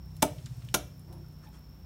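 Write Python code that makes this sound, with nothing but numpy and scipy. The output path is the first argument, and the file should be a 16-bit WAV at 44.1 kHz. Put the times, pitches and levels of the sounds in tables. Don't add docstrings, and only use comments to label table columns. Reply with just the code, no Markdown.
import sys
import numpy as np
from scipy import signal
from scipy.fft import rfft, irfft
from scipy.io import wavfile
from scipy.ndimage import uniform_filter1d

SR = 44100
rng = np.random.default_rng(int(sys.argv[2]) if len(sys.argv) > 2 else 0)


def waveform_to_disk(signal):
    frames = np.transpose(np.atleast_2d(signal))
    scaled = np.clip(frames, -1, 1) * 32767
    samples = np.round(scaled).astype(np.int16)
    wavfile.write(sys.argv[1], SR, samples)


N = 81585
T = np.arange(N) / SR


def from_db(db):
    return 10 ** (np.asarray(db) / 20)


def rms_one(x):
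    return x / np.sqrt(np.mean(x ** 2) + 1e-20)


def in_time(rows, axis=1):
    rows = np.array(rows)
    return np.interp(T, rows[:, 0], rows[:, axis])


def at_hz(rows, hz, axis=1):
    rows = np.array(rows)
    log_hz = np.log(np.maximum(hz, 1))
    return np.interp(log_hz, np.log(rows[:, 0]), rows[:, axis])


def dying(start, t60):
    age = np.maximum(T - start, 0)
    return (T >= start) * np.exp(-np.log(1000) * age / t60)


def ring(start, hz, t60):
    return dying(start, t60) * np.sin(2 * np.pi * hz * (T - start))


def band(x, low, high, order=2):
    edges = [low, min(high, SR * 9 / 20)]
    return signal.sosfilt(signal.butter(order, edges, "band", fs=SR, output="sos"), x)


def noise(low, high, order=2):
    return rms_one(band(rng.standard_normal(N), low, high, order=order))


def noise_around(hz, width):
    width = max(width, 1.02)
    return noise(hz / width, hz * width)


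def causal(x, gain):
    cepstrum = irfft(np.log(gain))[:N]
    response = np.exp(2 * rfft(cepstrum, 2 * N) - cepstrum[0])
    return irfft(rfft(x, 2 * N) * response)[:N]


def colour(x, rows, axis=1):
    hz = np.arange(N + 1) * SR / (2 * N)
    return causal(x, rms_one(from_db(at_hz(rows, hz, axis=axis))))


def even(x, size=1200):
    power = uniform_filter1d(np.abs(rfft(x, 2 * N)) ** 2, size)
    return causal(x, np.sqrt(power.mean() / power))


def engine():
    # (time [s], rate [Hz])
    cycle_rate = [(0, 31.55), (.35, 30.78), (.7, 30.2), (.95, 31.57), (1.25, 30.22), (1.85, 29.68)]
    # (time [s], order 2 [dB], order 3 [dB], order 4 [dB], order 5 [dB], order 6 [dB])
    order_levels = [(0, -48.5, -55.5, -58, -52.5, -62), (.2, -52, -48, -52.5, -46, -61),
                    (.5, -58.5, -51, -44, -52, -77), (.7, -50, -57, -46.5, -60, -58),
                    (.95, -54, -55.5, -57, -52, -65.5), (1.2, -54, -52.5, -52.5, -49, -59),
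                    (1.45, -58.5, -61.5, -69, -53, -64.5), (1.85, -54.5, -66, -73, -57.5, -60)]
    # (time [s], depth [share of level])
    throb_depth = [(.15, 0.065), (.32, 1), (.66, 0.85), (.85, 0.089)]
    throb_hz, throb_peak_s = 15.16, 0.4507
    waver_db, waver_hz = 1.5, 6.67
    cycles = np.cumsum(in_time(cycle_rate)) / SR
    throb = 1 + in_time(throb_depth) * np.cos(2 * np.pi * throb_hz * (T - throb_peak_s))
    hum = 0
    for column in range(1, len(order_levels[0])):
        order = column + 1
        waver = np.interp(T * 2 * waver_hz, np.arange(100), rng.standard_normal(100))
        tone = np.sqrt(2) * np.sin(2 * np.pi * (order * cycles + rng.random()))
        level = from_db(in_time(order_levels, axis=column) + waver_db * waver)
        hum = hum + level * tone * (throb if order > 2 else 1)
    return hum


def insects():
    # (time [s], level [dB])
    shrill_level = [(0, -67), (.7, -70.5), (1.1, -68), (1.85, -68.5)]
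    return from_db(in_time(shrill_level)) * noise(5250, 5573, order=3)


def air():
    # (frequency [Hz], relative density [dB per Hz])
    air_colour = [(25, -28), (50, 6.5), (110, -3), (180, -5), (280, -10), (450, -21), (900, -23),
                  (2000, -33), (4500, -37), (8000, -53), (10500, -46.5), (14000, -32), (16000, -38)]
    # (time [s], level [dB])
    rustle_level = [(0, -78), (.15, -71), (.4, -63.5), (.7, -65.5), (.95, -73), (1.85, -76.5)]
    rumble = from_db(-52) * colour(rng.standard_normal(N), air_colour)
    rustle = from_db(in_time(rustle_level)) * noise(1390, 9200)
    return rumble + rustle


def interference():
    first_s, period_s, t60_s, level_db = 0.058, 0.1023, 0.0071, -55.5
    pulses = sum(dying(start, t60_s) for start in np.arange(first_s, T[-1], period_s))
    return from_db(level_db) * pulses * noise(11900, 15500)


def handling():
    # (start [s], level [dB], centre [Hz], t60 [s], band edge over centre [ratio])
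    tick_list = [(0.166, -51, 7000, 0.027, 2.5), (0.3832, -52, 2540, .03, 1.5),
                 (0.4595, -40.5, 5340, 0.017, 1.41), (0.4646, -50, 1980, 0.038, 1.66),
                 (0.6211, -54, 2300, 0.039, 1.6), (0.648, -54.5, 6000, 0.031, 3.3),
                 (0.6871, -44, 2950, 0.014, 1.12), (0.688, -52, 2500, 0.021, 3.5),
                 (0.9946, -52.5, 10200, 0.014, 1.23), (1.126, -56, 8260, 0.057, 3.2),
                 (1.2428, -59.5, 1440, 0.042, 1.02), (1.324, -68, 10000, 0.06, 1.2),
                 (1.471, -59, 2780, 0.032, 1.35)]
    # (frequency [Hz], level [dB], t60 [s])
    blade_modes = [(10130, -63, .15), (11690, -66, .11), (14410, -62, .11)]
    ping_s = 1.129
    # (middle [s], Gaussian spread [s], level [dB], centre [Hz],
    # band edge over centre [ratio])
    rub_list = [(1.131, 0.043, -60.5, 694, 1.45), (1.151, 0.061, -56, 342, 1.09),
                (1.438, 0.015, -63.5, 1180, 1.4), (1.46, 0.019, -67.5, 1747, 1.025),
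                (1.485, 0.018, -61.5, 863, 1.076), (1.447, 0.018, -68, 4800, 1.9),
                (1.549, 0.0075, -68, 3320, 1.04), (1.551, 0.019, -67, 5000, 2.05),
                (1.562, 0.024, -63.5, 1000, 1.57)]
    ticks = sum(from_db(db) * dying(start, t60) * noise_around(hz, width)
                for start, db, hz, t60, width in tick_list)
    ping = sum(from_db(db) * ring(ping_s, hz, t60) for hz, db, t60 in blade_modes)
    rubs = sum(from_db(db) * np.exp(-.5 * ((T - middle) / spread) ** 2) * noise_around(hz, width)
               for middle, spread, db, hz, width in rub_list)
    return ticks + ping + rubs


def chops():
    # (start [s], crack level [dB], rise [s], tearing time [s], thud delay [s],
    # thud level [dB], split delay [s], split level [dB])
    blows = [(0.2212, -19, 0.0051, 0.0076, 0.0071, -18.5, .0052, -9),
             (0.7413, -20.5, 0.00026, 0.0081, 0.002593, -23.5, 0.0098, -19)]
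    # (frequency [Hz], first chop [relative dB], second chop [relative dB])
    husk_colour = [(142, -8, 4.5), (510, 12.5, 0), (1400, 1, 5), (1870, 0.5, -5), (2220, 5, -1),
                   (3150, 5.5, 3), (4960, -1.5, -3.5), (5860, 4, 6), (7860, 1.5, -4), (10900, 3, -2.5),
                   (15260, -6.5, -9)]
    # (frequency [Hz], t60 [s], first chop [relative dB],
    # second chop [relative dB])
    body_modes = [(204, 0.08, -9.5, -5), (263.2, 0.1, -1.5, -21), (296.6, 0.17, -8, -9),
                  (367, 0.1, -38, -7.5), (381.3, .11, -6.5, -11.5), (434.2, 0.13, -15.5, -20),
                  (483, 0.07, -12.5, -4), (599, .125, -6, -5), (628, .15, -6.5, -13.5),
                  (670, 0.15, -13, -9.5), (722, 0.085, -5, -14), (744.6, 0.22, -19.5, -13),
                  (831, 0.043, -1, -6.5), (875, 0.059, 2.5, -3), (1026, 0.087, -23, -6.5),
                  (1278, 0.1, -14.5, -20), (1423, 0.065, -12, -0.5), (2356, 0.032, -7.5, -5),
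                  (2942, 0.039, -31, -4.5), (3570, 0.041, -9, -40), (5960, .07, -24, -36),
                  (5340, 0.05, -19.5, -27), (10960, .12, -45, -24), (10550, 0.04886, -22, -30),
                  (11300, .05, -19, -5)]
    snaps_per_s, snap_spread_db = 9000, 2
    crack_t60_s, split_t60_s = 0.0081, 0.0041
    contact_s = 0.00096
    cracks, thuds = np.zeros((2, N))
    for k, (start, crack_db, rise, tearing, delay, thud_db, split_delay, split_db) in enumerate(blows):
        hits = (rng.random(N) < snaps_per_s / SR) * rng.choice([-1, 1], N)
        snaps = hits * from_db(snap_spread_db * np.minimum(rng.exponential(1, N), 4))
        onset = np.clip((T - start) / rise, 0, 1) ** 0.89
        force = onset * from_db(-60 * np.maximum(T - start - tearing, 0) / crack_t60_s)
        tear = even(rms_one(snaps) * force)
        split = from_db(split_db) * dying(start + split_delay, split_t60_s) * noise(3800, 19845, order=1)
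        cracks += from_db(crack_db) * colour(tear, husk_colour, axis=k + 1) + split
        thud_s = start + delay
        body = sum(from_db(dbs[k]) * ring(thud_s, hz, t60) for hz, t60, *dbs in body_modes)
        thuds += from_db(thud_db) * body * np.clip((T - thud_s) / contact_s, 0, 1)
    return cracks, thuds


def yard(x):
    # (frequency [Hz], level [dB], t60 [s])
    tail_colour = [(150, -4, 0.13), (343, -7, 0.34), (620, -3.5, 0.36), (880, -9.5, 0.21),
                   (1520, -11, 0.29), (4030, -15.5, 0.34), (9100, -18.5, 0.3), (15000, -21, 0.52)]
    early_db, early_t60_s, early_delay_s = -10, 0.11, 0.004
    scatter = rng.standard_normal(N) * (rng.random(N) < .08) * dying(early_delay_s, early_t60_s)
    early = band(even(scatter), 1400, 19845, order=1)
    response = from_db(early_db) * early / np.linalg.norm(early)
    edges = np.geomspace(100, 18000, 12)
    for low, high in zip(edges, edges[1:]):
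        hz = np.sqrt(low * high)
        tail = noise(low, high) * dying(2 * early_delay_s, at_hz(tail_colour, hz, axis=2))
        share = np.sqrt(2 * (high - low) / SR)
        response += from_db(at_hz(tail_colour, hz)) * share * tail / np.linalg.norm(tail)
    return signal.fftconvolve(x, response)[:N]


def scene():
    background = engine() + insects() + air() + interference()
    cracks, thuds = chops()
    bright = handling() + cracks
    answer = yard(bright + from_db(-7) * thuds)
    return (background + bright + thuds + answer)[None]


def record(dry):
    low_cut_hz, cutoff_hz = 30, 15800
    thin = signal.sosfilt(signal.butter(4, low_cut_hz, "high", fs=SR, output="sos"), dry)
    return signal.sosfilt(signal.ellip(10, .1, 80, cutoff_hz, fs=SR, output="sos"), thin)


dry = scene()
out = record(dry)
waveform_to_disk(out)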